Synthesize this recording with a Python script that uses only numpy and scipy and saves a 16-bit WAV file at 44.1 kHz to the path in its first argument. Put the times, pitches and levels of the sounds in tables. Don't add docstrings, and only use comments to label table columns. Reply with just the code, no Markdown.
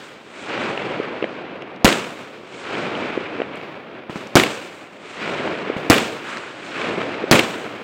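import sys
import numpy as np
from scipy import signal
from scipy.fft import rfft, irfft
from scipy.io import wavfile
from scipy.ndimage import uniform_filter1d

SR = 44100
rng = np.random.default_rng(int(sys.argv[2]) if len(sys.argv) > 2 else 0)


def ratio_of_db(decibels):
    return 10 ** (np.asarray(decibels, float) / 20)


def master_out(mix):
    frames = np.transpose(np.atleast_2d(mix))
    ceiling = np.clip(frames, -1, 1)
    pcm = np.round(ceiling * 32767).astype(np.int16)
    wavfile.write(sys.argv[1], SR, pcm)


N = 345303

# (time [s], pressure level [dB], fading time [ms], ground bounce delay [ms],
# ground bounce level [dB], deep boom level [dB])
BURSTS = [
    (1.8461, 12, 6.2, 5.1, -13.5, -6.5),
    (4.355, 11.5, 1.4, 4.33, -8, -26),
    (5.9001, 12.5, 1.1, 5.0, -4.5, -16),
    (7.3126, 8.5, 0.96, 4.1, -8, -17),
]
# (time [s], peak level [dB], shock length [ms])
LIFTS = [
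    (4.0961, -13.5, 1.3),
    (4.1578, -12.5, 1.5),
    (5.7650, -13, 0.62),
]
# (near echoes [dB], far echoes [dB], extra far path [s], far brightness [dB])
ANSWERS = [
    (.1, 0.2, .0, -1),
    (.1, -0.32, 0.0019, 0.3),
    (.6, -0.7, .017, 2.1),
    (.8, -0.5, .012, 3),
    (2.5, -2, .01, 3),
]
EARLIER_BURST_S = -.328
FIZZ_S, FIZZ_RISE_FALL = 6.28, (260, 41)


def band(x, hz, width):
    return signal.lfilter(*signal.iirpeak(hz, hz / width, fs=SR), x)


def add(out, s, x):
    i = int(s * SR)
    out[i:i + len(x)] += x[:N - i]


def unit(x):
    return x / np.max(np.abs(x))


def flicker(rate):
    hold = int(SR / rate)
    steps = np.repeat(rng.standard_normal(N // hold + 1), hold)
    return 0.82 * uniform_filter1d(steps, hold)[:N]


def since_burst(t):
    return np.min([np.where(t >= b[0], t - b[0], np.inf) for b in BURSTS], axis=0)


def shots():
    return [EARLIER_BURST_S] + [b[0] for b in BURSTS]


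def bursts(debris_db=7, debris_ms=4, debris_hz=2500, spit_db=4, bounce_edge_db=6, boom_hz=60):
    shocks, rest = np.zeros(N), np.zeros(N)
    t_ms = np.arange(2048) / SR * 1000
    for s, db, fade_ms, late_ms, late_db, boom_db in BURSTS:
        bounce_s = s + late_ms / 1000
        add(shocks, s, -ratio_of_db(db) * blast(1.45, fade_ms))
        add(shocks, bounce_s, ratio_of_db(db + late_db) * blast(3.2, fade_ms))
        debris = band(rng.standard_normal(2048), debris_hz, 3000) * np.exp(-t_ms / debris_ms)
        add(rest, s, ratio_of_db(debris_db) * debris / 2.2)
        spit = .5 + np.sin(2 * np.pi * 6.0 * t_ms[:15])
        add(rest, s - .00033, ratio_of_db(spit_db) * spit)
        bounce_edge = np.sin(2 * np.pi * 5.0 * t_ms[:18])
        add(rest, bounce_s, ratio_of_db(spit_db + late_db + bounce_edge_db) * bounce_edge)
        boom = np.sin(2 * np.pi * boom_hz * t_ms / 1000) * np.exp(-t_ms / 9)
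        add(rest, s, ratio_of_db(boom_db) * boom)
    return capsule(shocks) + rest


def blast(push_ms, fade_ms):
    t_ms = np.arange(2048) / SR * 1000
    return (1 - t_ms / push_ms) * np.exp(-t_ms / fade_ms)


def capsule(x, cut_hz=230, cut_q=1.64):
    w = 2 * np.pi * cut_hz
    return port(signal.lfilter(*signal.bilinear([1, 0, 0], [1, w / cut_q, w * w], fs=SR), x))


def port(x):
    # (pitch [Hz], width [Hz], level [dB])
    resonances = [
        (2350, 900, -2),
        (7800, 2500, -2),
    ]
    return x + sum(ratio_of_db(db) * band(x, hz, width) for hz, width, db in resonances)


def slaps(below_db=-1, edge_db=-13):
    out = np.zeros(N)
    t_ms = np.arange(600) / SR * 1000
    for s, db, hz, crack_db, smear_ms in wall_hits():
        facets = rng.standard_normal(600) ** 3 * t_ms * np.exp(-t_ms / smear_ms)
        body = unit(band(band(facets, 400, 1000), 500, 900))
        crack = unit(band(band(facets, hz, 1600), hz, 1600))
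        crack = crack + ratio_of_db(edge_db) * unit(band(facets, 7500, 6600))
        gain = min(ratio_of_db(db + below_db), 1)
        add(out, s, gain * unit(body + ratio_of_db(crack_db) * crack))
    return out


def wall_hits(scatter_ms=.5, scatter_db=1):
    # (delay [ms], peak level [dB], crack pitch [Hz], crack level [dB], smear [ms])
    walls = [
        (8.41, 0.5, 1100, 2, 0.84),
        (17.32, 2.5, 1370, 0, 1.6),
        (27.64, -12, 950, 3, 0.88),
        (34.5, -23, 1800, 2.5, 0.92),
        (41.56, -3.5, 2000, 14.5, 0.62),
        (44.5, -7.5, 2250, 13, 0.36),
        (79.4, -5.5, 2500, 12, 1.3),
        (81.1, -6, 2100, 11, 1.0),
    ]
    last_wall_db = (-3.5, 3, -2.5, 4.5)
    chance = rng.standard_normal((len(BURSTS), len(walls), 2))
    hits = []
    for i, burst in enumerate(BURSTS):
        for k, (ms, db, *shape) in enumerate(walls):
            late_s = (ms + scatter_ms * chance[i, k, 0]) / 1000
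            facing_db = last_wall_db[i] if k >= len(walls) - 2 else 0
            hits.append((burst[0] + late_s, db + scatter_db * chance[i, k, 1] + facing_db, *shape))
    return hits


def thuds(cycles=1.0, crack_hz=1500, late_ms=2.5):
    out = np.zeros(N)
    t = np.arange(-200, 400) / SR
    air = signal.butter(7, 3100, fs=SR, output="sos")
    for s, db, hz, crack_db in building_hits():
        bell = np.exp(-(t * hz / cycles) ** 2 * 2)
        noise = rng.standard_normal(len(t)) * bell ** 2
        crack = unit(signal.sosfilt(air, band(noise, crack_hz, 2200)))
        thud = bell * np.sin(2 * np.pi * hz * t) + ratio_of_db(crack_db) * crack
        add(out, s + late_ms / 1000 - 200 / SR, ratio_of_db(db) * thud)
    return out


def building_hits(masked_s=.25):
    # (delay [s], peak level [dB], pitch [Hz], crack level [dB])
    buildings = [
        (.903, -24.5, 600, 9.5),
        (1.102, -17.5, 600, 5),
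        (1.327, -8.5, 410, -15.5),
        (1.5523, -9.5, 415, -6),
        (1.5681, -9.5, 516, -4.5),
    ]
    hits = []
    for s, answer in zip(shots(), ANSWERS):
        for late_s, db, hz, crack_db in buildings:
            arrival = s + answer[2] + late_s
            if arrival < N / SR - masked_s and since_burst(arrival) > masked_s:
                hits.append((arrival, db, hz, crack_db))
    stray_thud = (6.981, -12.5, 400, -11)
    return hits + [stray_thud]


def roll(lumps_db=(1.5, 1.2, 1.3, 1.5, 1.4), shared_db=0.53, quick_db=1.37, near_db=9.5,
         trim_db=(-.3, -.3, -1.2, -8, -.3), grain_db=1.3):
    # (pitch [Hz], level [dB per Hz])
    roll_colour = [(30, -55), (70, -23), (130, -10.5), (330, -2.5), (520, -4), (850, -9), (1400, -7),
                   (1950, -10.5), (2350, -8), (3600, -17), (5800, -29), (7800, -30), (10500, -44.5),
                   (15000, -44.5)]
    edges_hz = [20, 900, 3500, 6200, 9500, 15900]
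    blend_oct = [.5, 1.2, 1.2, .5, .3, .02]
    t, out = np.arange(N) / SR, np.zeros(N)
    clumps_db = (quick_db + near_db * np.exp(-since_burst(t) / 0.018)) * flicker(220)
    uneven_db = grain_db * rng.exponential(size=N) + shared_db * flicker(40)
    fronts = rng.standard_normal(N) * ratio_of_db(uneven_db)
    hz = np.fft.rfftfreq(N, 1 / SR) + 1
    colour_hz, colour_db = np.transpose(roll_colour)
    spectrum = rfft(fronts * ratio_of_db(clumps_db))
    spectrum = spectrum * ratio_of_db(np.interp(np.log(hz), np.log(colour_hz), colour_db))
    above = [np.clip(np.log2(hz / edge) / w + .5, 0, 1) for edge, w in zip(edges_hz, blend_oct)]
    for k, db in enumerate(roll_levels(t)):
        inside = (hz > edges_hz[k]) & (hz < edges_hz[k + 1])
        rms = np.sqrt(2 * np.sum(np.abs(spectrum[inside]) ** 2)) / N
        part = irfft(spectrum * (above[k] - above[k + 1]), N) / rms
        out += part * ratio_of_db(db + trim_db[k] + lumps_db[k] * flicker(25))
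    return out * build_up(t)


def roll_levels(t):
    yard_db, yard_fall = column(-11, -12.5, -19.5, -30.5), column(145, 142, 139, 200)
    street_db, street_fall = column(-29, -30, -36, -51), column(36, 32, 37.2, 48)
    hill_db, hill_fall = column(-25, -27, -40.5, -72.5), column(10.4, 12.3, 23, 25)
    hill_arrives_s, hill_rise = column(0.887, 0.851, 0.88, .87), column(155, 174, 123, 59.6)
    hill_bright_share = column(0, .3, .6, 1.502)
    trees_arrive_s, trees_rise, trees_fall = 0.71, 126, 14.4
    trees_db = column(-38, -36.5, -45, -80.5)
    lift_db, lift_fall = column(-23, -25.5, -34, -53), column(37, 44, 54, 43)
    night_db = column(-46, -51.5, -66.5, -85.5)
    fizz_db = column(-61, -33, -41.5, -79)
    sparkle_db = column(-60, -47, -55.5, -72)

    coarse = t[::16]
    power = ratio_of_db(2 * night_db) + swell(coarse, FIZZ_S, fizz_db, *FIZZ_RISE_FALL)
    power += fading(coarse, 3.558, sparkle_db, 33.5)
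    for s, (near_db, far_db, longer_s, bright_db) in zip(shots(), ANSWERS):
        power += fading(coarse, s, yard_db + near_db, yard_fall)
        power += fading(coarse, s, street_db + near_db, street_fall)
        far_s = s + longer_s
        shot_hill_db = hill_db + far_db + bright_db * hill_bright_share
        power += swell(coarse, far_s + hill_arrives_s, shot_hill_db, hill_rise, hill_fall)
        power += swell(coarse, far_s + trees_arrive_s, trees_db + far_db, trees_rise, trees_fall)
    for s, db, _ in LIFTS:
        power += fading(coarse, s, lift_db + db, lift_fall)
    body, presence, treble, air = (np.interp(t, coarse, v) for v in 10 * np.log10(power))
    top = treble + 0.95 * (treble - presence + 9.3)
    return body, presence, treble, top, air


def column(*values):
    return np.array(values, float)[:, None]


def swell(t, peak_s, db, rise, fall):
    late = np.clip(t - peak_s, -2, 9)
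    return 1 / (ratio_of_db(2 * (fall * late - db)) + ratio_of_db(2 * (-rise * late - db)))


def fading(t, s, db, fall):
    return (t >= s) * ratio_of_db(2 * (db - fall * np.abs(t - s)))


def build_up(t, build_ms=7):
    return 1 - np.exp(-since_burst(t) * 1000 / build_ms)


def low_hum(hz=260, width=260, db=-15, decay_ms=60):
    t = np.arange(N) / SR
    hum = band(band(rng.standard_normal(N), hz, width), hz, width)
    decay = np.exp(-since_burst(t) * 1000 / decay_ms)
    return ratio_of_db(db) * hum / np.std(hum) * decay * build_up(t)


def lifts(top_hz=2000, bounce_ms=6.1, bounce_db=-5):
    out = np.zeros(N)
    for s, db, ms in LIFTS:
        add(out, s, ratio_of_db(db) * blast(ms, 3.9))
        add(out, s + bounce_ms / 1000, ratio_of_db(db + bounce_db) * blast(ms, 0.73))
    return capsule(signal.lfilter(*signal.butter(3, top_hz, fs=SR), out))


def ticks(decay_ms=0.63):
    # (time [s], peak level [dB], pitch [Hz])
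    pops = [(1.1563, -40, 2260), (1.4654, -44, 2050), (1.518, -35, 2320), (1.6212, -24, 2190),
            (1.761, -37, 3900), (3.556, -43, 7500), (3.5744, -49, 7000), (3.613, -25, 2270),
            (3.9424, -33, 2230), (4.1759, -36.5, 5000), (4.226, -37, 2240), (4.2714, -33, 5470),
            (6.251, -45, 2350), (6.3703, -16.5, 1650), (6.3712, -25, 3880), (6.3813, -27, 3800),
            (7.1424, -19, 2100)]
    out = np.zeros(N)
    t_ms = np.arange(500) / SR * 1000
    for s, db, hz in pops:
        grain = rng.standard_normal(500) * t_ms * np.exp(-t_ms / decay_ms)
        for _ in range(3):
            grain = band(grain, hz, .8 * hz)
        add(out, s, ratio_of_db(db) * unit(grain))
    return out


def fizz(hz=1380, width=860, peak_db=-32.5, grain_db=1.2):
    uneven_db = grain_db * rng.exponential(size=N) + 2.0 * flicker(60)
    sparks = rng.standard_normal(N) * ratio_of_db(uneven_db)
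    sparks = band(band(sparks, hz, width), hz, width)
    power = swell(np.arange(N) / SR, FIZZ_S, peak_db, *FIZZ_RISE_FALL)
    return sparks / np.std(sparks) * np.sqrt(power)


def scene():
    echoes = slaps() + thuds() + roll() + low_hum()
    return (bursts() + echoes + lifts() + ticks() + fizz())[None]


def top_cut(x):
    return signal.sosfilt(signal.butter(12, 16600, fs=SR, output="sos"), x)


def record(dry, ceiling=1, sag=.26, sag_ms=5):
    keep = np.exp(-1000 / SR / sag_ms)
    load = signal.lfilter([1 - keep], [1, -keep], np.abs(dry) > ceiling)
    top = ceiling * (1 - sag * load)
    return top_cut(np.clip(dry, -top, top))


dry = scene()
out = record(dry)
master_out(out)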